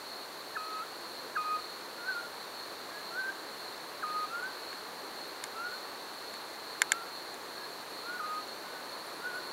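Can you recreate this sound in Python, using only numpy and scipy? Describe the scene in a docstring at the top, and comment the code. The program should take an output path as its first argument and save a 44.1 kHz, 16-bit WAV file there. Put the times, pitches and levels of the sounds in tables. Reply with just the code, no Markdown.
"""Scops owls at night in a wood. Throughout, crickets swell about twice a second over a distant rush.
The near owl opens with the first two of four level whistles, each led by a quick downward flick.
From 2 s a second owl answers with higher, wavering, rising whistles; from 3 s a third calls far off.
Dry ticks come close by from 4.4 s, with two sharp snaps just before 7 s. The owls call on,
and a faint high whine creeps in for the last second."""
import sys
import numpy as np
from scipy import signal
from scipy.fft import rfft, irfft
from scipy.io import wavfile
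from scipy.ndimage import uniform_filter1d

SR = 44100
rng = np.random.default_rng(int(sys.argv[2]) if len(sys.argv) > 2 else 0)


def unload_audio(sound):
    """Save the sound as a 16-bit wav file, at the path given as the first command line argument."""
    columns = np.transpose(np.atleast_2d(sound))
    # keep every value between -1 and 1, then stretch to whole-number steps
    steps = np.round(np.clip(columns, -1, 1) * 32767)
    wavfile.write(sys.argv[1], SR, steps.astype(np.int16))


N = 419832
T = np.arange(N) / SR


def undb(db):
    """Decibels to gain."""
    return 10 ** (np.asarray(db) / 20)


def unit(x):
    """Scale to rms 1."""
    return x / np.sqrt(np.mean(x ** 2))


def bump(t, width):
    """Bell curve of height 1 around t = 0."""
    return np.exp(-.5 * (t / width) ** 2)


def step(t, width):
    """Smooth rise from 0 to 1 around t = 0."""
    return .5 + .5 * np.tanh(t / width)


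def decay(t, t60):
    """Exponential tail, 60 dB down at t60."""
    return np.exp(-np.log(1000) * t / t60)


def span(start, length, margin_s=.04):
    """The samples of one call with room for its edges, and their time since its start."""
    on = (T >= start - margin_s) & (T <= start + length + margin_s)
    return on, T[on] - start


def walk(rate):
    """Smooth random wander of rms 1 that turns about rate times a second."""
    hold = max(int(SR / rate), 2)
    held = np.repeat(rng.standard_normal(N // hold + 1), hold)
    return unit(uniform_filter1d(uniform_filter1d(held, hold), hold)[:N])


def noise(spectrum):
    """Noise of rms 1, coloured by points of f/Hz, level/dB."""
    hz, db = np.transpose(spectrum)
    f = np.maximum(np.fft.rfftfreq(N, 1 / SR), 1)
    colour = undb(np.interp(np.log(f), np.log(hz), db))
    return unit(irfft(rfft(rng.standard_normal(N)) * colour, N))


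def lowpass(x, hz):
    """Gentle second-order roll-off."""
    return signal.sosfilt(signal.butter(2, hz, fs=SR, output="sos"), x)


def whistle(on, hz, strength, overtone_db, waver, flutter_db):
    """A nearly pure tone, slightly unsteady in pitch and level."""
    t = T[on] - T[on][0]
    pitch = hz * (1 + waver * walk(170)[on])
    phase = 2 * np.pi * np.cumsum(pitch) / SR
    # the throat passes the octave only at low pitch, and the note grows purer as it goes on
    throat = 1 / (1 + (pitch / 1330) ** 30)
    octave = throat * undb(overtone_db - 20 * t)
    flutter = undb(flutter_db * walk(90)[on])
    out = np.zeros(N)
    out[on] = np.sqrt(2) * strength * flutter * (np.sin(phase) + octave * np.sin(2 * phase))
    return out


def wood(x, t60, dull_hz):
    """The many small, dull echoes thrown back by trunks and leaves."""
    t = T[:SR]
    echoes = rng.standard_normal(SR) ** 3 * decay(t, t60) * (t > .003)
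    echoes = lowpass(echoes, dull_hz)
    return signal.fftconvolve(x, echoes / np.linalg.norm(echoes))[:N]


def night_air():
    """The bed: a distant rush that barely swells, fading into hiss in the treble."""
    # colour of the rush: f/Hz, relative level/dB
    rush_colour = [(30, -33), (60, -22), (120, -15.5), (220, -7.5), (330, -1), (430, 1), (650, -1),
                   (1120, 0.5), (1350, -2.5), (1700, -4), (2300, -11), (3200, -16), (5500, -34),
                   (15600, -48)]
    # level ride of the rush: t/s, level/dB
    rush_ride = [(0, -46.5), (1.1, -46), (4.8, -45), (6.2, -45.5), (8, -45.5), (9.5, -44.5)]
    # colour of the hiss: f/Hz, relative level/dB
    hiss_colour = [(100, -38), (1000, 2), (5500, 0.5), (13000, -3), (15600, -7.5)]
    rush = noise(rush_colour) * undb(np.interp(T, *np.transpose(rush_ride)))
    return rush + undb(-53) * noise(hiss_colour)


def crickets():
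    """Many insects blur into one band; they chirp loosely in step, and wing strokes make it shiver."""
    # colour of the chorus: f/Hz, relative level/dB
    band = [(3000, -30.5), (3600, -8.5), (3900, -7), (4150, 1), (4340, 0), (4480, -1), (4620, -7),
            (4740, -15.5), (5300, -32.5)]
    # pace of the chorus: t/s, swell rate/Hz
    pace = [(0, 2.02), (2.9, 2.04), (3.3, 1.89), (6.1, 1.88), (6.5, 2.28), (8.8, 2.28), (9.2, 1.85)]
    first_swell_s, swell_width_s = .15, .09
    tempo = np.interp(T, *np.transpose(pace))
    beats = np.cumsum(tempo) / SR - first_swell_s * tempo[0]
    swell = bump((beats - np.round(beats)) / tempo, swell_width_s)
    # the nearest few sing on almost one pitch
    nearest = noise([(3900, -36), (4150, -11), (4330, -3), (4450, -18), (4700, -41)])
    in_step = swell * unit(noise(band) + undb(5) * nearest) * undb(-49.5 + .66 * walk(45))
    others = noise(band) * undb(-50.5 + .81 * walk(45))
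    return in_step + others


def whine():
    """A thin, blurred tone that flutters about ten times a second and creeps upward."""
    # path of the whine: t/s, f/Hz, level before the flutter/dB
    glide = [(8.84, 9640, -64), (9.02, 9800, -62), (9.22, 9900, -64), (9.52, 10170, -64)]
    times, hz, db = np.transpose(glide)
    on = T >= times[0]
    pitch = np.interp(T[on], times, hz)
    strength = undb(np.interp(T[on], times, db))
    tone = whistle(on, pitch, strength, overtone_db=-60, waver=.007, flutter_db=-1)
    flutter = .3 + .58 * np.abs(np.sin(np.pi * 10 * T + .3 * walk(7.2)))
    return flutter * tone * walk(220)


def click(body_db, rise_s, crack_db, crack_t60):
    """A small hard snap: builds for a millisecond, rings a few short modes and sheds a crack of noise."""
    # ring of the snap: f/Hz, relative level/dB, t60/s
    modes = [(895, -8.5, 0.0066), (1654, 3, 0.0071), (2130, -3, 0.0084), (2905, -6.5, 0.0068),
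             (3560, -7, 0.006), (4350, -16, .006), (5150, -11, 0.0024), (5630, -10, 0.0041),
             (7050, -3, 0.0071), (7570, -8, 0.0064), (9050, -6.5, 0.0064), (11090, -4.5, 0.0049)]
    t = T[:SR // 20]
    snap = undb(crack_db) * lowpass(rng.standard_normal(len(t)), 8100) * decay(t, crack_t60)
    for hz, db, t60 in modes:
        gain = undb(db + body_db * (hz < 3000))
        snap += gain * np.sin(2 * np.pi * (hz * t + rng.random())) * decay(t, t60)
    snap *= 1 - np.exp(-(t / rise_s) ** 2)
    # so small a thing radiates no bass
    snap = signal.sosfilt(signal.butter(3, 700, "high", fs=SR, output="sos"), snap)
    return snap / np.sqrt(np.mean(snap[:SR // 200] ** 2))


def clicks():
    """Two sharp snaps and some faint ticks, close by, with a brief scatter after each."""
    # click cues: t/s, rms level of the first 5 ms/dB, gain of the modes under 3 kHz/dB
    cues = [(4.4374, -49, -3), (4.7283, -41.5, 10), (5.439, -33.5, -7), (6.339, -44, 0),
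            (6.8178, -17.5, 0.5), (6.9188, -18.5, -1.5), (7.3418, -46, -9), (8.4757, -51, -10)]
    out = np.zeros(N)
    for at, db, body_db in cues:
        snap = undb(db) * click(body_db, rise_s=.0014, crack_db=-5, crack_t60=.01)
        start = int(at * SR)
        out[start:start + len(snap)] += snap[:N - start]
    return out + undb(-20.5) * wood(out, t60=.034, dull_hz=2000)


def far_call(start, length, first_hz, last_hz, db):
    """The far owl: a short rising whistle that swells and fades evenly."""
    on, t = span(start, length)
    hz = np.interp(t, [0, length], [first_hz, last_hz])
    swell = undb(db) * bump(t / length - .5, .44)
    return whistle(on, hz, swell, overtone_db=-30, waver=.005, flutter_db=2.5)


def answer(start, length, first_hz, last_hz, crest_at, arch_hz, crest_db, catch_at, catch_db, after_db):
    """The second owl: a rising whistle that arches to a crest, catches, and is pushed on again."""
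    arch_s, catch_s, edge_s = .028, .012, .013
    grow_db, sag_db_per_s = 9, 41
    arch_db_per_hz, catch_hz_per_db = .1, 4  # pitch and level lift and slip together
    on, t = span(start, length)
    arch = arch_hz * bump(t - crest_at, arch_s)
    catch = catch_db * bump(t - catch_at, catch_s)
    hz = np.interp(t, [0, length], [first_hz, last_hz]) + arch - catch_hz_per_db * catch
    effort_db = grow_db * np.minimum(t / crest_at - 1, 0) - sag_db_per_s * np.maximum(t - crest_at, 0)
    before = crest_db + effort_db + arch_db_per_hz * (arch - arch_hz)
    after = after_db - sag_db_per_s * (t - catch_at)
    db = before + (after - before) * step(t - catch_at, catch_s) - catch
    edges = step(t, edge_s) * step(length - t, edge_s)
    return whistle(on, hz, undb(db) * edges, overtone_db=-8, waver=.0096, flutter_db=.64)


def near_call(start, length, flick_hz, note_hz, accent_at, accent_db, note_db,
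              dip_at, dip_db, overtone_db, lift_hz):
    """The near owl: an accented downward flick lands on a level note that dips, swells and stops."""
    drop_s, undershoot_hz, settle_s, lift_s = .0045, 16, .044, .011
    accent_s, attack_s, release_s = .0062, .0044, .0065
    on, t = span(start, length)
    held_hz = note_hz - undershoot_hz * bump(t, settle_s) + lift_hz * bump(t - length, lift_s)
    hz = flick_hz + (held_hz - flick_hz) * step(t, drop_s)
    dip = dip_db * bump(t / dip_at - 1, .51)  # a later dip is wider
    note = undb(note_db - dip) * step(t - accent_at, attack_s) * step(length - t, release_s)
    accent = undb(accent_db) / np.cosh((t - accent_at) / accent_s)
    return whistle(on, hz, np.hypot(note, accent), overtone_db, waver=.0035, flutter_db=.64)


def owls():
    """Three birds; the two further off carry more of the wood's echo."""
    # near owl: t/s, length/s, flick/Hz, note/Hz, accent delay/s, accent level/dB, note level/dB,
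    # dip delay/s, dip depth/dB, octave ahead of the throat/dB, closing lift/Hz
    near_cues = [(.567, 0.27, 1770, 1276, 0.0016, -34, -39, 0.093, 5.5, -12.5, 115),
                 (1.368, 0.2, 1680, 1249, .001, -29.5, -30.5, 0.076, 7, -14.5, -4),
                 (4.033, 0.22, 1680, 1246, 0.0054, -32, -34.5, .07, 4.5, -24, -7),
                 (8.2, .211, 1540, 1247, 0.0053, -34.5, -38.5, 0.051, 3.5, -23, 0)]
    # second owl: t/s, length/s, first f/Hz, last f/Hz, crest delay/s, pitch arch/Hz, crest level/dB,
    # catch delay/s, catch depth/dB, level after the catch/dB
    answer_cues = [(1.971, .242, 1412, 1415, .128, 122.5, -32.5, .169, 5, -36.5),
                   (3.109, .197, 1338, 1610, 0.0864, 70.5, -33.5, 0.12, 3, -35),
                   (4.295, 0.19, 1305, 1567, .062, 4.5, -38, 0.124, 7.5, -35),
                   (5.555, .198, 1320, 1512, 0.061, -1, -38, .153, 6.5, -39.5),
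                   (6.876, 0.167, 1300, 1400, .062, 14, -42, 0.127, 1.5, -44),
                   (8.03, .14, 1330, 1455, 0.085, 45, -38.5, .068, 0, -39),
                   (9.182, .208, 1358, 1496, 0.0913, 74.5, -36.5, 0.138, 7.5, -38.5)]
    # far owl: t/s, length/s, first f/Hz, last f/Hz, level/dB
    far_cues = [(2.92, 0.086, 1630, 1700, -50), (7.59, 0.081, 1630, 1700, -52),
                (8.65, 0.11, 1475, 1500, -51.5)]
    near = sum(near_call(*cue) for cue in near_cues)
    second = sum(answer(*cue) for cue in answer_cues)
    far = sum(far_call(*cue) for cue in far_cues)
    send = undb(-24) * near + undb(-17) * (second + far)
    # the echo fades in and out as its many paths cancel and add
    echo = wood(send, t60=.8, dull_hz=3000) * walk(55)
    return near + second + far + echo


def scene():
    """A mono mix, the same in both channels."""
    mono = owls() + crickets() + whine() + clicks() + night_air()
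    return np.array([mono, mono])


def record(dry):
    """A narrow notch in the treble and a steep cut of the very top."""
    notch_hz, top_hz = 7860, 15700
    notched = signal.lfilter(*signal.iirnotch(notch_hz, Q=36, fs=SR), dry)
    return signal.sosfilt(signal.ellip(10, .1, 70, top_hz, fs=SR, output="sos"), notched)


dry = scene()
out = record(dry)
unload_audio(out)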